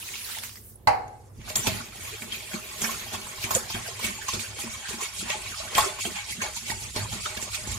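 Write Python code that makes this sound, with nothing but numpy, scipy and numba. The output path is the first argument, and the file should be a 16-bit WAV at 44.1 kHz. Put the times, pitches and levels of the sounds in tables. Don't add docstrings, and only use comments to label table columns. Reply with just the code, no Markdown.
import sys
import numpy as np
from numba import njit
from scipy import signal
from scipy.io import wavfile

SR = 44100
rng = np.random.default_rng(int(sys.argv[2]) if len(sys.argv) > 2 else 0)


def wrap_up_sound(samples):
    columns = np.atleast_2d(samples).T
    tamed = np.clip(columns, -1, 1)
    steps = np.round(tamed * 32767).astype(np.int16)
    wavfile.write(sys.argv[1], SR, steps)


N = 343098

# pitch_hz, correlation
PORT_LIKENESS = [(30, 0.88), (150, 0.95), (300, 0.57), (600, 0.32), (1500, 0.15), (4000, 0.11),
                 (12000, 0.0095)]
# pitch_hz, density_db
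HUM_SPECTRUM = [(25, -22), (40, -11), (60, 1.5), (100, -3), (200, -22), (400, -11.5), (1000, -24),
                (3000, -35.5), (12000, -46), (16000, -42.5)]
# pitch_hz, width_hz, level_db
COUNTER_MODES = [(56.4, 11.5, -6), (64.6, 33, -27), (100.6, 14.6, -0.5), (126.7, 29, -3),
                 (195.6, 20.7, -0.5), (227.9, 17.2, -1.5), (344, 75, 7)]
# crest_s, length_ms, deep_db, upper_db
COUNTER_BUMPS = [(0.88, 160, -31, -41.5), (1.23, 53, -47, -54), (1.39, 120, -30, -42),
                 (1.579, 30, -16.5, -43), (1.68, 196, -27, -28), (2.0, 53, -34, -39.5),
                 (2.11, 40, -35, -62), (2.23, 82, -39, -36.5), (2.54, 29, -48, -26), (2.82, 76, -49, -29.5),
                 (2.92, 450, -37, -45), (3.14, 140, -36, -35.5), (3.38, 35, -31, -56), (3.46, 63, -51, -35),
                 (3.56, 150, -42, -39), (3.77, 75, -28, -34.5), (4.06, 113, -31, -30.5),
                 (4.359, 43, -31, -30.5), (4.49, 99, -39, -43), (4.64, 110, -28.5, -34),
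                 (4.941, 64, -49, -32), (5.22, 87, -51, -35.5), (5.27, 750, -56, -43.5),
                 (5.5, 130, -51, -44), (5.65, 41, -45, -45), (5.79, 120, -28, -35), (5.98, 37, -34, -48),
                 (6.08, 64, -50, -30), (6.32, 94, -43, -37), (6.389, 40, -49, -30.5), (6.43, 130, -35, -47),
                 (6.61, 39, -51, -36.5), (6.74, 230, -33, -47), (7.0, 180, -24, -36.5),
                 (7.15, 72, -37, -34), (7.38, 35, -48, -48), (7.47, 40, -23.5, -43),
                 (7.69, 320, -25, -37.5)]
# time_s, deep_db, upper_db
COUNTER_TREMBLE = [(0.0, -44, -52), (0.41, -58, -54.5), (0.6, -43.5, -55), (1.1, -40.5, -56),
                   (1.8, -43, -66), (2.6, -47.5, -49.5), (3.9, -40.5, -65), (5.1, -54, -74),
                   (5.5, -40, -64), (6.2, -45.5, -62), (7.1, -37.5, -48), (7.78, -52, -60)]
# start_s, level_db
CUP_LANDING = [(0.872, -11.5)]
# pitch_hz, level_db, t60_s
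CUP_MODES = [(108, -16.5, 0.2), (273, -20.5, 0.16), (486, -23, .4), (536, -19, 0.27), (623, -12, 0.24),
             (755, -14, 0.53), (802, 0, 0.2), (836, -8, 0.53), (870, -3.5, 0.2), (926, -19, 0.36),
             (948, -12, .15), (1120, -9, 0.12), (1270, -16, 0.13), (1550, -9, 0.076), (2015, -10, 0.034),
             (2180, -8, 0.052), (2660, -15, 0.044), (4120, -9, 0.027), (4360, -7.5, 0.018),
             (4730, -13, 0.032)]
# pitch_hz, density_db
CLACK_SPECTRUM = [(120, -52), (200, -46), (409, -32), (836, -17.5), (1370, -24), (2210, -22), (3070, -32),
                  (3500, -50), (4500, -27), (5600, -33), (11700, -35.5), (12600, -35), (16000, -102)]
# time_s, level_db
POUR_LEVEL = [(0.0, -41.5), (0.3, -36.5), (0.39, -39), (0.41, -45), (0.45, -39), (0.55, -51), (0.62, -62),
              (0.675, -64), (0.72, -67), (0.8, -82)]
# pitch_hz, density_db
SPLASH_SPECTRUM = [(290, -51), (500, -17), (761, -12), (843, -11), (1060, -12.5), (2730, 0.5), (3110, -0.5),
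                   (10500, -1.5), (16000, -7)]
# start_s, spit_db, plink_hz, plink_db
WATER_DROPS = [(0.0245, -44, 2630, -29), (0.068, -36, 3730, -33), (0.079, -32, 2480, -26),
               (0.087, -30, 2010, -29), (0.136, -36, 2570, -23.5), (0.155, -25, 2870, -28),
               (0.215, -37, 2400, -29), (0.245, -41, 4260, -27), (0.288, -33, 1410, -33),
               (0.314, -38, 3920, -27), (0.348, -26, 1810, -26), (0.3852, -16, 3420, -26.5),
               (0.435, -14, 1500, -35), (0.492, -21, 2920, -38), (0.5558, -27.5, 4700, -34),
               (0.569, -33, 2000, -37), (0.7557, -59, 10200, -31.5), (1.0789, -37, 6940, -43)]
# start_s, pitch_hz, level_db
AIR_POCKETS = [(1.678, 645, -24), (3.51, 724, -23), (3.553, 649, -22.5), (3.765, 685, -28.5),
               (3.885, 436, -35), (3.998, 1040, -44), (4.105, 1050, -29), (4.185, 840, -33),
               (4.345, 1040, -34), (5.3, 594, -24), (5.34, 807, -28), (5.6, 618, -27.5), (5.86, 370, -26),
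               (6.428, 570, -41), (6.565, 900, -34.5), (6.962, 410, -29.5), (7.085, 510, -36),
               (7.675, 840, -39)]
# pitch_hz, density_db
SCRAPE_SPECTRUM = [(180, -21.5), (300, -74), (373, -6), (566, -14), (830, -9.5), (965, -21.5), (1070, 2.5),
                   (1390, -11), (2300, -3), (5290, -10), (6920, -12), (14200, -16.5), (16200, -52)]
# time_s, scrape_db, low_boost_db, wire_boost_db
WHISK_DRAG = [(1.12, -67, 0, 8), (1.32, -71, 5, 14.5), (1.47, -42, -16, -15), (1.75, -33, -4, -4),
              (1.9, -47.5, -4, -1.5), (2.4, -43, -4.5, 1), (2.95, -36, -10.5, -3.5), (3.6, -44, -1.5, 1),
              (4.2, -40, -7, 1), (5.1, -45.5, -0.5, -5), (5.9, -43, -7, -1), (6.7, -44.5, -8, 6),
              (7.78, -40, -2.5, 0.5)]
# crest_s, swell_ms (per 10 dB), fade_ms (per 10 dB), scrape_db, low_boost_db,
# wire_boost_db
WHISK_SWIPES = [(1.418, 17, 1, -44, -3, -16), (1.5, 22, 28, -38.5, 6, 6), (1.562, 4, 75, -38.5, 0, 12.5),
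                (1.67, 12, 30, -24, -8.5, -3.5), (2.055, 128, 143, -37, -13, -0.5),
                (2.136, 88, 51, -38, -13, -25), (2.227, 18, 31, -47.5, 7.5, 9.5),
                (2.325, 18, 75, -30.5, -37, -7.5), (2.539, 52, 51, -39.5, -3, 1.5),
                (2.842, 46, 92, -30.5, -1, 3), (3.139, 13, 27, -28.5, -4.5, -5),
                (3.273, 27, 122, -45.5, -18, 5), (3.442, 34, 20, -28, -11, -2),
                (3.546, 37, 48, -34, 5.5, 10.5), (3.705, 35, 91, -32, -23, -6),
                (3.748, 14, 72, -37.5, 0.5, -1), (3.882, 88, 97, -37.5, -8, -2),
                (4.046, 43, 75, -26, -12, -3.5), (4.288, 12, 73, -29, -28, 0.5),
                (4.338, 18, 44, -32, -5.5, -3.5), (4.401, 11, 68, -33.5, -21, 3.5),
                (4.607, 42, 44, -32.5, -24, 3), (4.728, 71, 133, -37, -7, 1.5),
                (4.892, 34, 93, -31, -20, -2), (5.031, 30, 53, -29, -13, 1), (5.192, 45, 74, -33, -31, 2),
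                (5.303, 28, 62, -25.5, -4, -4), (5.463, 77, 130, -33.5, -26, -1),
                (5.585, 47, 181, -34.5, -5.5, -1.5), (5.786, 36, 77, -23.5, 1.5, 2.5),
                (6.011, 23, 67, -28.5, -32, -0.5), (6.056, 43, 63, -40, 2, 10.5),
                (6.167, 54, 77, -34, -4, -1), (6.308, 29, 46, -29.5, -30, -2), (6.423, 17, 55, -29, 0, -1),
                (6.565, 27, 59, -35.5, -10, 2.5), (6.702, 37, 37, -27.5, -9, -1.5),
                (6.829, 46, 43, -35.5, -9.5, 1.5), (6.964, 16, 84, -29, -5, -2.5),
                (7.131, 54, 66, -34.5, -3.5, -0.5), (7.247, 47, 100, -30.5, -7.5, -2.5),
                (7.428, 63, 29, -36, -9, 4), (7.545, 33, 36, -29.5, -31, 1), (7.72, 36, 64, -34, -17, 1.5)]
# time_s, level_db
SIZZLE_LEVEL = [(1.4, 4), (3.0, 1), (4.5, -10), (5.5, -14), (7.78, -14)]
# middle_s, length_ms, lower_depth_db, upper_depth_db (negative: no dip)
MID_DIPS = [(2.18, 38, 14, -4), (3.73, 31, 15, 5), (4.14, 40, 4, -11), (4.315, 22, 20, 1),
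            (3.89, 30, 4, -9), (4.73, 63, 7, -11), (4.865, 65, 13, -3), (5.065, 24, 20, -2),
            (5.12, 83, 13, -3), (5.195, 13, 9, 26), (5.325, 48, 24, -2.5), (5.58, 82, 32, 3.5),
            (6.025, 36, 31, 14), (6.17, 74, 28, 0), (6.24, 77, 11, -2), (6.337, 19, 21, 5),
            (6.383, 14, -5, 8), (6.59, 76, 29, 4), (6.926, 36, 14, 16), (7.101, 48, 14, 10),
            (7.235, 43, 14, 19), (7.51, 44, 16, 7), (7.555, 40, 14, 1)]
# low_hz, high_hz
DIP_BANDS = [
    [210, 660],
    [680, 2050],
]
# start_s, pitch_hz, level_db, base_t60_s, pan_db
SNAP_RINGS = [(1.502, 1060, -30, 0.033, -7), (1.556, 6700, -22, 0.038, -2), (1.557, 3660, -29.5, 0.03, -2),
              (1.557, 7480, -13.5, 0.038, -8), (1.59, 7320, -23, 0.038, 5), (1.631, 5950, -29, 0.12, -8),
              (1.67, 296, -22, 0.026, -9), (2.321, 3190, -20, 0.04, -6), (2.343, 2560, -24, 0.03, 1),
              (2.535, 2390, -31, 0.04, -2), (2.84, 5780, -24, 0.03, -9), (2.845, 2285, -22.5, 0.019, -12),
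              (2.907, 6650, -33, 0.03, -2), (3.439, 1664, -25, 0.027, -4), (3.44, 2400, -25, 0.043, 0),
              (3.508, 1076, -24, 0.05, 10), (3.508, 6800, -26, 0.03, -9), (3.549, 7470, -20, 0.023, -1),
              (3.55, 6840, -11, 0.015, -13), (4.044, 8060, -27.5, 0.043, -11),
              (4.045, 2580, -19, 0.025, -1), (4.283, 6450, -26, 0.028, -9), (4.287, 1080, -25, 0.053, 3),
              (4.333, 3450, -23, 0.03, -4), (5.021, 6770, -36, 0.075, -16), (5.055, 2240, -27, 0.039, -2),
              (5.301, 1893, -30, 0.079, 3), (5.301, 2670, -22.5, 0.041, -1), (5.469, 2310, -33, 0.038, -4),
              (5.75, 3140, -32, 0.068, -5), (5.781, 1100, -15, 0.094, 4), (5.788, 1030, -21, 0.042, 3),
              (6.007, 2630, -23.5, 0.025, -7), (6.008, 6860, -29, 0.11, 5), (6.05, 3140, -25, 0.026, -9),
              (6.051, 690, -26, 0.036, -11), (6.161, 824, -31, 0.1, -2), (6.184, 2230, -28, 0.073, 2),
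              (6.321, 2220, -28.5, 0.035, -4), (6.416, 6420, -25, 0.046, -1), (6.431, 2230, -24, 0.061, 6),
              (6.682, 7250, -34, 0.14, -9), (6.698, 1920, -23.5, 0.047, -3),
              (6.717, 874, -23.5, 0.057, 4.5), (6.962, 5550, -33, 0.075, -10),
              (6.965, 4270, -28, 0.064, -4), (7.141, 6800, -37, 0.045, -9), (7.254, 1500, -29, 0.027, -8),
              (7.375, 1700, -31, 0.025, 10), (7.416, 7340, -26.5, 0.038, -9), (7.424, 6910, -35, 0.03, -9),
              (7.545, 3350, -39, 0.038, -10), (7.545, 8400, -27, 0.03, -9), (7.714, 7500, -27, 0.033, -10),
              (7.742, 6870, -24, 0.023, -12)]
# start_s, level_db
WIRE_TICKS = [(1.5, -31), (1.556, -18.5), (1.669, -23), (2.321, -35), (3.507, -35), (3.549, -27),
              (4.282, -33), (5.302, -25), (5.75, -20.5), (5.781, -22), (6.961, -24), (7.373, -29)]
# pitch_hz, level_db, base_t60_s
BOWL_MODES = [(387, -1, 0.15), (618.5, 2, 0.17), (700, 0.5, 0.054), (849.5, 1.5, 0.17), (1050, 4, 0.072),
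              (1300, -9, 0.083), (1487, -2.5, 0.16), (1890, 10, 0.019), (2245, 5.5, 0.13),
              (2260, -1, 0.048), (2465, 13, 0.028), (2730, 4, 0.046), (3226, 6, 0.09), (3660, 6, 0.016),
              (4470, -2.5, 0.24), (6500, 2.5, 0.21), (7000, 0.5, 0.21), (7000, -2, 0.32), (7120, -3, 0.19),
              (7700, 6.5, 0.036), (7780, -1.5, 0.069)]
# pitch_hz, pan_db
BOWL_PAN = [(400, -3.5), (1060, 8), (2300, 2), (3300, 3.5), (5500, 2), (7000, 2), (9000, -11)]
# start_s, level_db, focus_hz, thud_db, pan_db
WHISK_KNOCKS = [(1.499, -41, 1050, -43, 3), (1.556, -20.5, 7300, -35, 10), (1.67, -14.5, 530, -23.5, -3),
                (2.22, -31, 2280, -44, -4), (2.321, -50, 3040, -43.5, 0), (2.534, -35, 2400, -42.5, 3),
                (2.817, -19, 7560, -34.5, -3), (2.908, -30, 6940, -47, -8), (3.134, -43, 2900, -38, -7),
                (3.44, -29, 2250, -32.5, 3), (3.507, -18, 1180, -37, -8), (3.549, -16, 8300, -31.5, -1),
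                (3.702, -26.5, 1080, -42, -3), (3.744, -28.5, 3060, -31, -3), (3.993, -30, 1080, -52, -8),
                (4.042, -22.5, 2470, -34, -3), (4.282, -30, 1090, -43, -8), (4.335, -26, 6740, -32.5, -3),
                (4.394, -30.5, 3060, -56, -13), (4.586, -30, 1060, -43, -6), (4.634, -28, 400, -52, -2),
                (4.885, -29, 1080, -40, -6), (4.929, -31, 1880, -41, 0), (5.007, -34, 7340, -53, -14),
                (5.191, -36, 4830, -41, 9), (5.3, -33, 2600, -68, -2), (5.752, -21, 3100, -35, -2),
                (5.78, -11, 890, -36, -8), (5.988, -30, 1030, -48, 4), (6.006, -33, 2780, -60, -10),
                (6.053, -32, 3500, -33, -1), (6.157, -36, 850, -46, 4), (6.419, -27, 2360, -53, -6),
                (6.562, -32, 6600, -38, -2), (6.698, -31, 1510, -34.5, -11), (6.961, -28.5, 1050, -31, -12),
                (7.126, -32.5, 6700, -37, -4), (7.369, -29, 2290, -36, -5), (7.425, -26.5, 6900, -41, -7),
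                (7.546, -31, 3300, -67, -18), (7.672, -28.5, 7250, -35, -6), (7.714, -40, 7600, -54, -3)]

STEP = 40
BALANCE_DB, STOPBAND_HZ = -2, 16686
HUM_DB, HUM_FLICKER_DB, MAINS_HZ, MAINS_DB = -34, 2.5, 101.3, -57
BUMP_SWELL_DB, BUMP_FADE_DB = 38, 15.5


def from_db(db):
    return 10 ** (np.asarray(db) / 20)


def at_hz(points, hz):
    return np.interp(np.log(hz), np.log(np.array(points)[:, 0]), np.array(points)[:, 1])


def at_time(rows, s):
    times, *columns = np.transpose(rows)
    return [np.interp(s, times, column) for column in columns]


def uneven(spread_db, count):
    return spread_db * np.minimum(rng.exponential(1, count), 4)


def crests(s, crest_s, swell_db_per_s, fade_db_per_s):
    late_s = s[..., None] - crest_s
    return np.where(late_s < 0, swell_db_per_s * late_s, -fade_db_per_s * late_s)


def power_sum(steady_db, events_db):
    return 10 * np.log10(from_db(steady_db) ** 2 + np.sum(from_db(events_db) ** 2, axis=-1))


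def drift(rate_hz):
    pole = np.exp(-2 * np.pi * rate_hz * STEP / SR)
    white = rng.standard_normal(N // STEP + 2001)
    wobble = signal.lfilter([1], [1, -2 * pole, pole * pole], white)[2000:]
    return wobble / np.sqrt(np.mean(wobble ** 2))


def noise_bands(db_at, flicker_db, rate_hz, low_hz, gulp_db=0.0):
    edges = low_hz * 2 ** np.arange(0, np.log2(19000 / low_hz), 1 / 3)
    out, white = 0, rng.standard_normal((2, 2, N))
    for k, (low, high) in enumerate(zip(edges, edges[1:])):
        hz = np.sqrt(low * high)
        bandpass = signal.butter(2, [low, high], "band", fs=SR, output="sos")
        mid, side = signal.sosfilt(bandpass, white[k % 2])
        alike = at_hz(PORT_LIKENESS, hz)
        level_db = db_at(hz) + (flicker_db + gulp_db * (hz < 2000)) * drift(rate_hz)
        gain = np.repeat(from_db(level_db), STEP)[:N]
        out = out + gain * (np.sqrt(1 + alike) * mid + np.sqrt(1 - alike) * side * [[1], [-1]])
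    return out


@njit(fastmath=True)
def render_tones(size, starts, pole, bend, rise, weights):
    out = np.zeros((2, size))
    for k in range(len(starts)):
        z, spin, hidden = 1 + 0j, pole[k], 1.0
        for i in range(starts[k], min(size, starts[k] + int(-5 / np.log(abs(spin))))):
            z *= spin
            spin *= bend[k]
            hidden *= rise[k]
            out[0, i] += (1 - hidden) * (z * weights[k, 0]).imag
            out[1, i] += (1 - hidden) * (z * weights[k, 1]).imag
    return out


def tones(s, hz, db, t60, rise_ms, glide=0.0, pan_db=0.0):
    s, hz, db, t60, glide, pan_db = map(np.ravel, np.broadcast_arrays(s, hz, db, t60, glide, pan_db))
    hz = np.clip(hz, 20, SR * .4)
    pole = from_db(-60 / (t60 * SR)) * np.exp(2j * np.pi * hz / SR)
    bend = np.exp(2j * np.pi * hz * glide / SR ** 2)
    rise = np.full(len(s), np.exp(-1000 / (rise_ms * SR)))
    alike = np.clip(at_hz(PORT_LIKENESS, hz), .01, .99)
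    port_gap = np.sqrt(-2 * np.log(alike)) * rng.standard_normal(len(s))
    phase = rng.uniform(0, 2 * np.pi, len(s)) + np.outer([.5, -.5], port_gap)
    weights = from_db(db + np.outer([.5, -.5], pan_db)) * np.exp(1j * phase)
    return render_tones(N, np.round(s * SR).astype(np.int64), pole, bend, rise, weights.T.copy())


def kitchen_hum():
    bed = noise_bands(lambda hz: HUM_DB + at_hz(HUM_SPECTRUM, hz), HUM_FLICKER_DB,
                      rate_hz=4.2, low_hz=27.33)
    return bed + from_db(MAINS_DB) * np.sin(2 * np.pi * MAINS_HZ * np.arange(N) / SR)


def kitchen_reverb(send, t60_s, wall_hz):
    t = np.arange(SR // 2) / SR
    bright, dull = rng.standard_normal((2, 2, len(t)))
    dull = signal.sosfilt(signal.butter(2, wall_hz, fs=SR, output="sos"), dull)
    tail = (dull * from_db(-60 * t / t60_s) + 3.05 * bright * from_db(-150 * t)) * (t > .004)
    tail /= np.sqrt(np.sum(tail ** 2, axis=1, keepdims=True))
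    return signal.fftconvolve(send, tail, axes=1)[:, :N]


def counter_rumble():
    hz, width_hz, db = np.transpose(COUNTER_MODES)
    t60 = np.log(1000) / (np.pi * width_hz)
    s = rng.uniform(0, N / SR, (300, len(hz)))
    crest_s, length_ms, deep_bump_db, upper_bump_db = np.transpose(COUNTER_BUMPS)
    shape_db = crests(s, crest_s, 1000 * BUMP_SWELL_DB / length_ms, 1000 * BUMP_FADE_DB / length_ms)
    deep_bed_db, upper_bed_db = at_time(COUNTER_TREMBLE, s)
    deep_db = power_sum(deep_bed_db, shape_db + deep_bump_db) - 4
    upper_db = power_sum(upper_bed_db, shape_db + upper_bump_db) - 0.5
    rumble = tones(s, hz, np.where(hz > 155, upper_db, deep_db) + db, t60, rise_ms=3.4)
    knock_s, thud_db = np.array(WHISK_KNOCKS).T[[0, 3], :, None]
    return rumble + tones(knock_s, hz, thud_db + db, t60, rise_ms=3.4)


def cup_clack():
    (s, level_db), = CUP_LANDING
    late_s, touch_db = np.array([(0, -18), (.0015, -1), (.019, -16)]).T[:, :, None]
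    hz, db, t60 = np.transpose(CUP_MODES)
    body = tones(s + late_s, hz, level_db + touch_db + db, t60, rise_ms=0.038, pan_db=-0.5)
    hz = np.geomspace(200, 15000, 400)
    db = level_db + at_hz(CLACK_SPECTRUM, hz) + 10 * np.log10(hz / 1000) - 11
    t60 = .5 * (hz / 1000) ** -.8
    return body + tones(s + rng.exponential(0.0022, 400), hz, db, t60, rise_ms=0.073, pan_db=2)


def pour_bubbles():
    s, hz = rng.uniform(0, .7, 1500), 900 * 12 ** rng.random(1500)
    db = at_time(POUR_LEVEL, s)[0] + at_hz(SPLASH_SPECTRUM, hz) + uneven(1.8, 1500) - 11
    fizz = tones(s, hz, db, t60=78 / hz + 0.0054, rise_ms=0.36, glide=4.6)
    s, hz = rng.uniform(0, .55, 160), 1500 * 3.5 ** rng.random(160)
    db = at_time(POUR_LEVEL, s)[0] + uneven(1.5, 160) - 3
    return fizz + tones(s, hz, db, t60=0.015, rise_ms=3.5, glide=9)


def water_drops():
    s, spit_db, hz, plink_db = np.array(WATER_DROPS).T[:, :, None]
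    spit_hz = 1116 * 12.8 ** rng.random((len(s), 60))
    spit_s = s + rng.exponential(0.0018, spit_hz.shape)
    spit = tones(spit_s, spit_hz, spit_db - 23.5, t60=0.008, rise_ms=0.095)
    plink_hz = hz * rng.normal(1, .07, (len(s), 4))
    plink_s = s + rng.exponential(.003, plink_hz.shape)
    return spit + tones(plink_s, plink_hz, plink_db - 4, t60=0.019, rise_ms=0.83, glide=3.9)


def gloops():
    s, hz, db = np.transpose(AIR_POCKETS)
    return tones(s, hz, db, t60=0.07, rise_ms=2.3, glide=3.9)


def stroke_at(s):
    drag_db, drag_low_db, drag_wire_db = at_time(WHISK_DRAG, s)
    crest_s, swell_ms, fade_ms, crest_db, swipe_low_db, swipe_wire_db = np.transpose(WHISK_SWIPES)
    swipe_db = crest_db + crests(s, crest_s, 1e4 / swell_ms, 1e4 / fade_ms)
    scrape_db = power_sum(drag_db, swipe_db)
    low_db = power_sum(drag_db + drag_low_db, swipe_db + swipe_low_db) - scrape_db
    wire_db = power_sum(drag_db + drag_wire_db, swipe_db + swipe_wire_db) - scrape_db
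    return scrape_db, low_db, wire_db, at_time(SIZZLE_LEVEL, s)[0]


def stroke_db(stroke, hz):
    scrape_db, low_db, wire_db, sizzle_db = stroke
    sizzle_db = sizzle_db + 0.38 * (scrape_db + 33)
    low_shelf = np.clip(np.log2(2400 / hz), 0, 1) * (low_db + 5)
    wire_shelf = np.clip(np.log2(hz / 3030) * 0.64, 0, 1) * (wire_db + 6)
    top_shelf = np.clip(np.log2(hz / 9700) * 1.75, 0, 1) * sizzle_db
    return scrape_db + low_shelf + wire_shelf + top_shelf + at_hz(SCRAPE_SPECTRUM, hz)


def duck_mids(mix):
    s = np.arange(N // STEP + 1) * STEP / SR
    middle_s, length_ms, *depths_db = np.transpose(MID_DIPS)
    hollow = np.exp(-(2000 * (s[:, None] - middle_s) / length_ms) ** 4)
    for edges_hz, depth_db in zip(DIP_BANDS, depths_db):
        band = signal.sosfiltfilt(signal.butter(4, edges_hz, "band", fs=SR, output="sos"), mix)
        gain = np.interp(np.arange(N) / SR, s, from_db(-hollow @ np.maximum(depth_db, 0)))
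        mix = mix - band * (1 - gain)
    return mix


def wet_swish():
    s = np.arange(N // STEP + 1) * STEP / SR
    pour_db, stroke = at_time(POUR_LEVEL, s)[0] + 1, stroke_at(s)
    tilt_db_per_octave = 11.2 * np.clip((s - .5) / 0.16, 0, 1)

    def db_at(hz):
        splash_db = pour_db + tilt_db_per_octave * np.log2(hz / 4050) + at_hz(SPLASH_SPECTRUM, hz)
        return np.where(s < 1, splash_db, stroke_db(stroke, hz) + 4)

    return noise_bands(db_at, flicker_db=3, rate_hz=16.1, low_hz=287, gulp_db=4)


def sauce_squelch():
    s, hz = rng.uniform(1.12, N / SR, 7000), 400 * 35 ** rng.random(7000)
    accent_db = uneven(4, 7000) * np.clip(4500 / hz, .45, 1)
    db = stroke_db(stroke_at(s), hz) + 4.5 * np.log2(hz / 3000) + accent_db - 6.5
    grain = tones(s, hz, db, t60=.06 * (hz / 1000) ** -.1, rise_ms=2)
    s, hz = rng.uniform(1.4, N / SR, 400), 380 * 6.3 ** rng.random(400)
    db = stroke_db(stroke_at(s), hz) + uneven(3.3, 400) - 2.5
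    return grain + tones(s, hz, db, t60=0.045, rise_ms=4, glide=rng.normal(1, 1.5, 400))


def snap_rings():
    s, hz, db, t60, pan_db = np.array(SNAP_RINGS).T[:, :, None]
    lag, detune = rng.standard_normal((len(s), 2, 3)).swapaxes(0, 1)
    return tones(s + 0.0017 * abs(lag), hz * (1 + .012 * detune), db - 6, t60 * 1.66,
                 rise_ms=0.4, pan_db=pan_db - BALANCE_DB)


def wire_ticks():
    s, db = np.array(WIRE_TICKS).T[:, :, None]
    hz = 3200 * 2.3 ** rng.random((len(s), 40))
    return tones(s + rng.exponential(0.0015, hz.shape), hz, db - 11, t60=0.014, rise_ms=0.045)


def bowl_murmur():
    hz, db, t60 = np.transpose(BOWL_MODES)
    is_wire = hz > 5000
    s = rng.uniform(1.4, N / SR, (260, len(hz)))
    slip_db = uneven(2.5, s.shape) * np.where(hz > 4000, .9, 1)
    murmur_db = stroke_db(stroke_at(s), hz) - at_hz(SCRAPE_SPECTRUM, hz) + db + slip_db - 16.5
    loaded_hz = hz * rng.normal(1, .012 + .015 * is_wire, s.shape)
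    damped_t60 = t60 * np.where(is_wire, .55, .85)
    return tones(s, loaded_hz, murmur_db, damped_t60, rise_ms=0.2, pan_db=at_hz(BOWL_PAN, hz))


def whisk_knocks():
    hz, db, t60 = np.transpose(BOWL_MODES)
    is_wire = hz > 5000
    s, level_db, focus_hz, _, pan_db = np.array(WHISK_KNOCKS).T[:, :, None]
    pan_db = pan_db - BALANCE_DB
    focus_db = -np.minimum(22 * np.log2(hz / focus_hz) ** 2, 14)
    struck_db = level_db + db + focus_db + 3 * rng.standard_normal(focus_db.shape) - 13.5
    struck_hz = hz * rng.normal(1, .015 + .03 * is_wire, focus_db.shape)
    ring = tones(s, struck_hz, struck_db, t60 * np.where(is_wire, .7, 1.1),
                 rise_ms=0.066, pan_db=pan_db + at_hz(BOWL_PAN, hz))
    hz = 400 * 38 ** rng.random((len(s), 120))
    landing_s = s + 0.014 * rng.random(hz.shape) ** 3
    focus_db = -np.minimum(28 * np.log2(hz / focus_hz) ** 2, 10)
    clatter_db = level_db + focus_db + 2.6 * np.log2(hz / 2000) - 18
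    return ring + tones(landing_s, hz, clatter_db, t60=0.071, rise_ms=0.17, pan_db=pan_db)


def scene():
    close = pour_bubbles() + water_drops() + wet_swish() + sauce_squelch()
    close += snap_rings() + wire_ticks() + bowl_murmur() + whisk_knocks() + counter_rumble()
    cup = cup_clack()
    room = kitchen_reverb(from_db(-14.5) * close + from_db(-9) * cup, t60_s=0.75, wall_hz=2580)
    mix = duck_mids(close + cup + room + kitchen_hum()) + gloops()
    return mix * from_db([[BALANCE_DB / 2], [-BALANCE_DB / 2]])


def record(dry):
    return signal.sosfilt(signal.cheby2(14, 70, STOPBAND_HZ, fs=SR, output="sos"), dry)


dry = scene()
out = record(dry)
wrap_up_sound(out)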